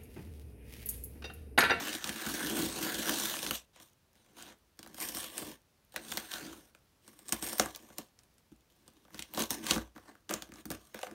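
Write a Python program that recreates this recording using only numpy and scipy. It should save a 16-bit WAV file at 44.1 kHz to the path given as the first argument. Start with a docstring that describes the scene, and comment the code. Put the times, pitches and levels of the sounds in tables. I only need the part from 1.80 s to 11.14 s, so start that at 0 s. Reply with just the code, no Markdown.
"""A scissor blade slits packing tape along the seams of a cardboard box in a small soft room.
At once the tape tears, over faint steady air: clumps of tiny ruptures, made from uneven noise, hiss and buzz,
ring the blade, rustle the flaps and boom in the hollow box. Snaps, knocks and bead clicks, short noise bursts,
fall between. After about two seconds the strokes come softer and in pieces, with strong cuts near 5.8 and 7.9 s,
until the scissors are laid down and fingers take the flaps."""
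import sys
import numpy as np
from scipy import signal
from scipy.fft import rfft, irfft
from scipy.io import wavfile
from scipy.ndimage import uniform_filter1d

SR = 44100
rng = np.random.default_rng(int(sys.argv[2]) if len(sys.argv) > 2 else 0)


def waveform_to_disk(signal):
    """Save audio, clipped to [-1, 1], as 16-bit WAV at the path in sys.argv[1]."""
    frames = np.transpose(np.atleast_2d(signal))
    scaled = np.clip(frames, -1, 1) * 32767
    samples = np.round(scaled).astype(np.int16)
    wavfile.write(sys.argv[1], SR, samples)


N = 411894


def amp(db):
    """Turns decibels into a gain."""
    return 10 ** (np.asarray(db) / 20)


def evened(x):
    """Scales a sound to an average strength (rms) of 1."""
    return x / np.sqrt(np.mean(x ** 2) + 1e-20)


def read(points, hz):
    """Reads a table between its points, with pitch spaced as the ear hears it (log frequency)."""
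    point_hz, value = np.transpose(points)
    return np.interp(np.log(hz + 1), np.log(point_hz + 1), value)


def coloured(x, spectrum):
    """Gives a sound the tone colour of a spectrum, at rms 1."""
    hz = np.fft.rfftfreq(len(x), 1 / SR)
    return evened(irfft(rfft(x) * amp(read(spectrum, hz)), len(x)))


def wander(per_s):
    """Random drift of rms 1 that changes about per_s times a second."""
    size = int(SR / per_s)
    smooth = uniform_filter1d(rng.standard_normal(N), size)
    return evened(uniform_filter1d(smooth, size))


def patchy(x, patch_db):
    """The colour drifts in patches as the point of contact moves."""
    z = signal.stft(x, nperseg=256)[2]
    patches = uniform_filter1d(rng.standard_normal(z.shape), 4, 0)  # smooth across pitch
    patches = uniform_filter1d(patches, 24, 1)  # and across time
    return evened(signal.istft(z * amp(patch_db * evened(patches)), nperseg=256)[1][:N])


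def ring(x, modes):
    """A force x strikes a body whose fading tones, the modes, have unit energy together."""
    t = np.arange(SR // 5) / SR
    body = np.zeros(len(t))
    for k, (pitch_hz, level_db, t60_s) in enumerate(modes):
        fading = amp(level_db - 60 * t / t60_s)
        body += (-1) ** k * fading * np.sin(2 * np.pi * pitch_hz * t)
    return signal.oaconvolve(x, body / np.linalg.norm(body))[:N]


def resonate(x, hz, width_hz):
    """A moving resonance: shifts the curve hz down to zero, smooths, and shifts back."""
    turn = np.exp(2j * np.pi * np.cumsum(hz) / SR)
    r = np.exp(-np.pi * width_hz / SR)
    return 2 * (turn * signal.lfilter([1 - r], [1, -r], x / turn)).real


# still room spectrum, only its shape counts: pitch_hz [Hz], level_db [dB per Hz]
AIR_SPECTRUM = [(15, -48.5), (25, 3), (86, -4.5), (324, -14), (2140, -24), (5950, -26.5), (7580, -30.5),
                (8450, -29.5), (15700, -31)]
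AIR_DB = -69


def air():
    """The still room and microphone hiss: coloured noise whose level drifts slightly."""
    return amp(AIR_DB + .8 * wander(4.5)) * coloured(rng.standard_normal(N), AIR_SPECTRUM)


def ruptures(clump_db, spike_db, slips_per_s):
    """Fibres and glue let go one by one, in clumps; a few let go hard, and the blade sticks and slips."""
    clumps_db = clump_db * (0.27 * wander(69) + 0.63 * wander(130) + 0.77 * wander(400))
    spikes_db = spike_db * np.minimum(rng.exponential(1, N), 6)
    slips = (rng.random(N) < slips_per_s / SR) * np.minimum(rng.exponential(0.99, N), 1.4)
    jolts = 1 + signal.lfilter([1], [1, -np.exp(-1 / (0.002 * SR))], slips)  # each slip dies in a few ms
    return evened(rng.standard_normal(N) * amp(clumps_db + spikes_db) * jolts)


# snaps, knocks and clicks: start_s [s], crack_db [dB], crack_hz [Hz], then levels against the crack:
# sizzle_db above 11 kHz [dB], flap_db [dB], hollow_db [dB]
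SNAP_EVENTS = [(0.0727, -32, 2500, -19, -11, -18), (0.1391, -27, 3560, -18, -12, -14),
               (0.2418, -18, 4100, -23, -21, -20.5), (0.2738, -26, 6150, -23, -28, -21),
               (0.292, -19.5, 2030, -22, -21, -13), (0.464, -22.5, 6750, -21, -18, -6.5),
               (0.9872, -25, 9310, -20, -15, -20), (1.0287, -33, 3740, -17, -7, -18),
               (1.1431, -22, 5680, -20, -29, -13), (1.296, -28, 4010, -16, -18, -11),
               (1.359, -32, 2780, -21, -15, -28), (1.3984, -19, 6500, -19, -25, -27),
               (1.5387, -24.5, 2780, -19, -10, -36), (1.5668, -25, 3330, -19, -12, -26),
               (1.5894, -24, 2750, -21, -24, -21), (1.6287, -21.5, 3530, -16, -14, -21),
               (1.6643, -19.5, 2800, -20, -26, -20), (1.709, -16, 2870, -13, -15.5, -17),
               (1.737, -32, 3270, -16, -13, -32), (1.9604, -43, 2800, -19, -13, -26),
               (2, -39, 3280, -18, -12.5, -18), (2.3543, -53, 2090, -17, -14, -15),
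               (2.4628, -56, 2240, -18, -18, -14), (2.6235, -30.5, 8220, -17, -26, -22),
               (2.9907, -33, 5500, -16, -14, -16), (3.0289, -33.5, 3260, -18, -20, -23),
               (3.0452, -51, 3270, -23, -1, -19), (3.0619, -42, 3080, -12, -4.5, -15),
               (3.0736, -37, 9800, -22, -14, -15), (3.1443, -36, 5470, -10, -16, -19),
               (3.1817, -34.5, 9430, -12, -10, -19), (3.2017, -22, 8940, -18, -30, -22),
               (3.2234, -22.5, 8750, -17, -29, -22), (3.2866, -22.5, 8900, -19, -24, -24),
               (3.3483, -28, 4000, -8, -21, -13), (3.3693, -23.5, 8790, -16, -16, -19),
               (3.4298, -29, 3530, -22, -18, -25), (3.4422, -25, 8940, -21, -16, -29),
               (3.5568, -41, 8250, -7, -26, -21), (3.5797, -19.5, 9000, -29, -28, -31),
               (3.6232, -35, 3070, -12, -4, -2), (4.141, -40.5, 8570, -9, -4, -14),
               (4.161, -19, 2000, -17, -15, -24), (4.1766, -37, 2030, -21, -7, -23),
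               (4.3015, -35, 8760, -19, -25, -33), (4.3171, -23, 6250, -16, -25, -29),
               (4.3214, -22, 3080, -16, -11, -35), (4.372, -17.5, 4630, -14, -18, -23),
               (4.377, -22, 2190, -13, -23, -17), (4.516, -26, 3680, -24, -30, -31),
               (4.5376, -22, 3540, -21, -38, -21), (4.7282, -39, 4150, -17, -3, -7),
               (4.9488, -43.5, 2380, -22, -10, -15), (5.278, -37.5, 8900, -25, -12, -26),
               (5.3314, -50, 9670, -22, -6, -14), (5.3903, -37, 8750, -14, -17, -26),
               (5.483, -28.5, 7320, -24, -30, -32), (5.4912, -24, 9000, -15, -28, -30),
               (5.5229, -10, 8000, -17, -26.5, -20), (5.6251, -21, 8970, -18, -15, -14.5),
               (5.687, -23.5, 8920, -22, -23, -24), (5.7295, -21.5, 8800, -13, -17, -26),
               (5.7824, -27, 5080, -4, -11, -21), (5.7965, -6.5, 5710, -19, -11, -21),
               (5.8584, -25, 8300, -21, -9, -14), (5.9486, -30, 3820, -31, -20, -20),
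               (5.9596, -30, 5200, -10, -19, -30), (6.102, -46.5, 3300, -19, -5.5, -2),
               (6.183, -21.5, 6650, -11, -19, -23), (6.3894, -43, 5800, -22.5, -25, -28),
               (6.4338, -48, 9800, -16.5, -27, -27), (6.5814, -49, 8390, -26.5, -24.5, -23),
               (6.7176, -56, 2860, -14.5, -5.5, 14.5), (7.0783, -38.5, 8900, -16, -14.5, -12),
               (7.2505, -51.5, 3000, -18, -1, -5), (7.2804, -59, 2970, -12, 5, -8),
               (7.3048, -55, 2300, -10, -2, -8), (7.3443, -33, 4470, -19, -15, -8),
               (7.3801, -41, 2990, -11, -18, -19), (7.3923, -22.5, 3160, -22, -28, -19),
               (7.423, -24, 2990, -21, -42, -31), (7.5372, -33, 3100, -6, -12, -22),
               (7.547, -28, 3660, -16, -21, -26), (7.5738, -22, 4240, -25, -7.5, -10.5),
               (7.5929, -21.5, 3460, -9, -10, -29), (7.6211, -16.5, 6600, -18, -19, -33),
               (7.7056, -13, 9400, -13, -22, -21), (7.842, -32, 8380, -17, -13, -16),
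               (7.866, -19.5, 3640, -17, -19, -25), (7.909, -6, 3730, -20, -14.5, -20),
               (7.9611, -28.5, 3150, -14, -0.5, 5), (7.9791, -29, 5820, -17, -4.5, -7),
               (8.1613, -48.5, 3060, -18, 9, -6), (8.1783, -45, 3080, -19, 2, -10),
               (8.3526, -53, 2020, -16, -0.5, -8), (8.4926, -26, 4610, -23, -7, -26),
               (8.5088, -24.5, 2980, -11, -5, -26), (8.538, -16, 5760, -17, -18, -20),
               (8.6217, -25.5, 3740, -18, -19, -17.5), (8.6896, -51.5, 2920, -11, -2, 7),
               (8.7195, -40, 2380, -16, -3.5, -5), (8.738, -38, 5670, -24, -15, -16),
               (8.757, -42, 5770, -25, -7, -12), (8.8543, -32.5, 5660, -9, -12.5, -3),
               (8.9032, -25.5, 5100, -10, -2.5, -6), (8.9146, -28.5, 5190, -8, -5.5, -16),
               (9.1441, -33.5, 2540, -10, -1, -16), (9.19, -33, 2370, -19, -12, -26),
               (9.2305, -26, 3000, -27, -1, -40), (9.2678, -36, 2310, -25, -3, -15),
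               (9.3118, -39.5, 2140, -21, -15, -7)]
AFTER_DB, AFTER_T60_S = -27, .12  # strength against the crack, and time to fade by 60 dB


def aftermath():
    """Freed tape goes on tearing for a moment after each snap; gives that fading force as power."""
    kicks = np.zeros(N)
    start_s, crack_db = np.transpose(SNAP_EVENTS)[:2]
    kicks[np.round(start_s * SR).astype(int)] = amp(2 * (crack_db + AFTER_DB))
    return signal.lfilter([1], [1, -amp(-120 / (AFTER_T60_S * SR))], kicks)


# one curve a stroke or rustle: time_s [s], force_db of tearing [dB],
# fizz_db above 7 kHz against the force [dB], boom_db of the push on the hollow [dB]
STROKE_CURVES = [
    [(0.0, -39.5, -11, -46.5), (0.164, -45.5, -1, -52), (0.212, -51, -10, -57), (0.279, -43, -5, -44),
     (0.343, -50, -2, -47.5), (0.379, -44, -7, -55), (0.455, -43.5, -2, -48), (0.734, -44, 0.5, -38.5),
     (0.802, -38.5, 1, -32.5), (0.938, -44, -8.5, -51.5), (1.018, -45.5, 1, -36.5), (1.038, -38, -2, -39),
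     (1.109, -43, -3.5, -49), (1.441, -38, -3, -42), (1.533, -42.5, -0.5, -50), (1.728, -49, 0, -48),
     (1.752, -38.5, -3, -98), (1.84, -70, -14, -112)],
    [(1.932, -70, -10, -78), (1.972, -63.5, -24, -83), (2.027, -64, 5, -69), (2.119, -81, -4, -99)],
    [(2.331, -84, -9, -76), (2.367, -72.5, -2, -79), (2.538, -76, -8, -70), (2.586, -56.5, 1, -55.5),
     (2.718, -58, -10, -63), (2.79, -99, -4, -106)],
    [(2.981, -75, -3, -74), (2.993, -81, -4, -63), (3.129, -70, -1, -65), (3.225, -50, 9.5, -51.5),
     (3.336, -54, 6, -60), (3.36, -50, 9, -52), (3.448, -48.5, 1, -58), (3.496, -59.5, 3, -62),
     (3.596, -51, 3, -49.5), (3.728, -56, -2, -51), (3.799, -83, -3, -93)],
    [(4.121, -71, 5, -76), (4.165, -62, -14, -58), (4.224, -62, 0, -56.5), (4.32, -51, 1.5, -53),
     (4.376, -50, -1, -56), (4.484, -59.5, 3, -63), (4.54, -44, -5, -63.5), (4.588, -51, -4, -52.5),
     (4.735, -56.5, -6, -53), (4.899, -76.5, 2, -77)],
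    [(5.22, -81, 0, -84), (5.264, -72, 4, -64.5), (5.44, -72.5, 4.5, -67), (5.539, -58, 2, -49),
     (5.599, -54.5, 2, -60)],
    [(5.601, -67, -2, -72), (5.629, -46, 7, -46), (5.781, -55.5, 6.5, -62), (5.801, -39, -6, -35.5),
     (5.921, -63.5, -0.5, -65), (6.164, -70, -2, -74), (6.192, -56.5, -4, -43.5), (6.236, -69.5, 1, -76),
     (6.3, -77, -4, -93)],
    [(6.9, -80, 1, -81.5), (7.208, -76.5, -9, -68.5), (7.291, -83, 1, -72), (7.359, -58, -4, -51),
     (7.447, -61.5, -6, -91), (7.499, -70, -4, -60)],
    [(7.501, -74, -3, -64), (7.545, -54.5, 1, -52), (7.609, -36.5, -3, -36.5), (7.689, -62.5, -1.5, -69),
     (7.712, -41.5, 5.5, -46), (7.772, -53.5, -2, -48.5), (7.808, -63, 0, -51.5), (7.9, -34, -8, -44.5),
     (7.976, -46, -7.5, -41), (8.09, -77, -7, -93)],
    [(8.151, -70, 1, -50), (8.243, -76, -1, -75.5), (8.287, -68, -7, -59.5), (8.419, -88, 0, -75.5)],
    [(8.481, -93, -2, -65), (8.501, -45, -7, -41), (8.684, -71.5, -5.5, -73), (8.692, -76, -9, -61),
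     (8.8, -60, -2, -58), (8.844, -79, -5, -71), (8.852, -91, 3, -59), (8.928, -55.5, 3, -47.5),
     (8.98, -68, -3, -62.5), (9.129, -72.5, 0, -82)],
    [(9.131, -82, 3, -77), (9.147, -58.5, -12, -46.5), (9.223, -58.5, -3, -81), (9.329, -71, -5, -48)],
]
# how each stroke touches the box: blade_share before brightness adds to it [0-1],
# rustle_db of the flaps against the force [dB], rasp_hz of the slit edge at the start [Hz],
# taut_hz of the tight tape at the start [Hz]
STROKE_TOUCH = [(0.08, -1, 4900, 1750), (0, -0.5, 3480, 1020), (0.2, 2.5, 3850, 1500), (0, 2.5, 3300, 1400),
                (0.1, 1, 4400, 1600), (0.1, 0, 5400, 1100), (.08, 3, 7200, 1350), (0, 0.5, 3500, 1500),
                (0, 1.5, 4200, 1300), (0.04, 7.5, 4100, 1400), (0.15, 3.5, 7200, 830), (0, 7.5, 3400, 840)]
# tearing tape, only the shape counts: pitch_hz [Hz], level_db [dB per Hz]
TAPE_SPECTRUM = [(1200, -20), (2200, -11.5), (2900, -1.5), (3700, -1.5), (4900, -7), (6300, 0), (7700, -4),
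                 (9300, 1), (10500, -8), (12000, -1), (16000, -5.5)]
# tones of the blade, levels against each other: pitch_hz [Hz], level_db [dB], t60_s to fade by 60 dB [s]
BLADE_MODES = [(5720, -8, .004), (8250, -4, .005), (8770, 0, .005), (9150, -5, .004), (12180, -7, .003)]
# tones of the cardboard flaps: pitch_hz [Hz], level_db [dB], t60_s [s]
FLAP_MODES = [(508, -1, 0.03), (624.5, -2, 0.034), (730, 2, 0.024), (948, 6, 0.0082), (1187, 3, 0.02),
              (1494, 11, 0.0055), (1805, 10, 0.02), (1810, 10, 0.017), (2180, 10.5, 0.0011)]
# tones of the hollow box: pitch_hz [Hz], level_db [dB], t60_s [s]
HOLLOW_MODES = [(60, -24.5, 0.35), (97, -24.5, 0.23), (144.4, -9.5, 0.055), (222, -3.5, 0.084),
                (269, 0, 0.042), (324, 2.5, 0.048), (440, -11, 0.045)]
HOLD_S = .012  # a stroke keeps its last force this long, unless the next one takes over
SLACKEN_PER_S = .15  # both pitches sink by this share a second as the slit grows
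FLAP_FOLLOWS_PUSH = 0.23  # the flaps follow the force, and the push by this share
RING_PER_DB = .04  # the brighter the cut, the more of its fizz is the blade ringing


def stroke_controls():
    """The hand's force and touch, spread over time: three level curves, then the four touch settings."""
    t = np.arange(N) / SR
    controls = np.zeros((7, N))
    controls[:3] = -120  # silent between strokes
    for rows, touch in zip(STROKE_CURVES, STROKE_TOUCH):
        time_s, *columns = np.transpose(rows)
        inside = (t >= time_s[0]) & (t <= time_s[-1] + HOLD_S)
        controls[:3, inside] = [np.interp(t[inside], time_s, c) for c in columns]
        controls[3:, t >= time_s[0]] = np.array(touch)[:, None]
        controls[5:, inside] *= 1 - SLACKEN_PER_S * (t[inside] - time_s[0])
    return controls


def strokes():
    """One train of ruptures drives the tape, the blade, the flaps and the hollow."""
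    force_db, fizz_db, boom_db, share, rustle_db, rasp_hz, taut_hz = stroke_controls()
    fizz_db = np.where(force_db > -110, fizz_db, 0)  # neutral between strokes
    flap_db = force_db + FLAP_FOLLOWS_PUSH * (boom_db - force_db) + rustle_db
    powers = amp(2 * np.array([force_db, flap_db])) + aftermath()
    hiss_db, flap_db = 10 * np.log10(powers)
    share = np.clip(share + RING_PER_DB * fizz_db, 0, 1)
    drive = patchy(ruptures(1.0, 1.7, 160), 2.35)

    tape = coloured(drive, TAPE_SPECTRUM)
    low = signal.sosfiltfilt(signal.butter(2, 7000, fs=SR, output="sos"), tape)
    fizz = np.sqrt(1 - share) * evened(tape - low) + np.sqrt(share) * ring(drive, BLADE_MODES)
    rasp = evened(resonate(drive, np.maximum(rasp_hz, 0), 700))  # the free edge of the slit buzzes
    hiss = amp(hiss_db) * (0.76 * evened(low) + 0.15 * rasp + amp(fizz_db) * fizz)

    # the strip of tape under tension hums
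    hum_hz = np.maximum(taut_hz * (1 + 0.057 * wander(5)), 0)
    taut = amp(flap_db - 7.5) * evened(resonate(drive, hum_hz, 260))
    rustle = ring(amp(flap_db - 3.0) * drive, FLAP_MODES)
    boom = ring(amp(boom_db) * drive, HOLLOW_MODES)
    return hiss + taut + rustle + boom


SNAP_RISE_S, SNAP_T60_S = 0.00081, 0.013  # time to full strength, then to fade by 60 dB


def snaps():
    """Each snap is a short burst: a crack with its own colour, and a blow to the flaps and the hollow."""
    crack, flap, boom = np.zeros((3, N + 3000))
    t = np.arange(3000) / SR
    fading = amp(-60 * np.maximum(t - SNAP_RISE_S, 0) / SNAP_T60_S)
    shape = np.minimum(t / SNAP_RISE_S, 1) * fading
    for start_s, crack_db, crack_hz, sizzle_db, flap_db, hollow_db in SNAP_EVENTS:
        burst = rng.standard_normal(len(t)) * shape
        burst[round(SNAP_RISE_S * SR)] += 2.6  # the first break is one sharp tick
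        wide = signal.lfilter(*signal.butter(2, [2200, 11000], "band", fs=SR), burst)
        peak = signal.lfilter(*signal.iirpeak(crack_hz, 2.5, SR), burst)
        sizzle = signal.lfilter(*signal.butter(3, 11000, "high", fs=SR), burst)
        bright = 0.58 * wide + 1.5 * peak
        start = round(start_s * SR)
        at = slice(start, start + len(t))
        crack[at] += amp(crack_db + 9) * bright / np.linalg.norm(bright)
        crack[at] += amp(crack_db + sizzle_db + 24) * sizzle / np.linalg.norm(sizzle)
        flap[at] += amp(crack_db + flap_db + 17) * burst / np.linalg.norm(burst)
        push = abs(burst) / abs(burst).sum()  # a one-way push on the wall
        boom[at] += amp(crack_db + hollow_db + 28.5) * push
    return crack[:N] + ring(flap, FLAP_MODES) + ring(boom, HOLLOW_MODES)


TICKS_PER_S, TICK_DB, TICK_SPREAD_DB = 9.8, -63.5, 2  # average rate, smallest level, random extra level


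def ticks():
    """Beads and loose fibres tick faintly at random: bursts of tape-coloured noise a few ms long."""
    t = np.arange(400) / SR
    levels_db = TICK_DB + TICK_SPREAD_DB * np.minimum(rng.exponential(1, N), 3)
    sizes = (rng.random(N) < TICKS_PER_S / SR) * amp(levels_db)
    spans = signal.oaconvolve(sizes, amp(-60 * t / 0.008))[:N]
    return spans * patchy(coloured(rng.standard_normal(N), TAPE_SPECTRUM), 5)


# how long the room's echo lasts: pitch_hz [Hz], t60_s to fade by 60 dB [s]
WALL_DECAY = [(150, 0.12), (500, 0.26), (2000, 0.19), (7000, 0.075), (14000, 0.07)]


def walls(x):
    """The room answers with sparse echoes of random sign after a few ms, each pitch dying at its own speed."""
    taps = np.zeros(SR // 2)
    at = np.arange(150, len(taps) - 20, 20)
    taps[at + rng.integers(0, 20, len(at))] = rng.choice([-1., 1.], len(at))
    hz, t, z = signal.stft(taps, SR, nperseg=256)
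    fading = amp(-60 * t / read(WALL_DECAY, hz)[:, None])
    tail = signal.istft(z * fading, SR, nperseg=256)[1]
    return signal.fftconvolve(x, tail / np.linalg.norm(tail))[:N]


def scene():
    """Box and scissors close by, the room behind them."""
    tearing = strokes()
    blows = snaps() + ticks()
    echo = walls(amp(-16) * tearing + amp(-13.0) * blows)
    return (tearing + blows + echo + air())[None]


EDGE_HZ = 15800  # the treble ends here


def record(dry):
    """The microphone loses the deep bass; then a steep filter cuts the highest treble."""
    thin = signal.sosfilt(signal.butter(3, 55, "high", fs=SR, output="sos"), dry)
    band_limit = signal.firwin(511, EDGE_HZ, window=("kaiser", 9), fs=SR)
    return signal.oaconvolve(thin, band_limit[None], "same")


dry = scene()
out = record(dry)
waveform_to_disk(out)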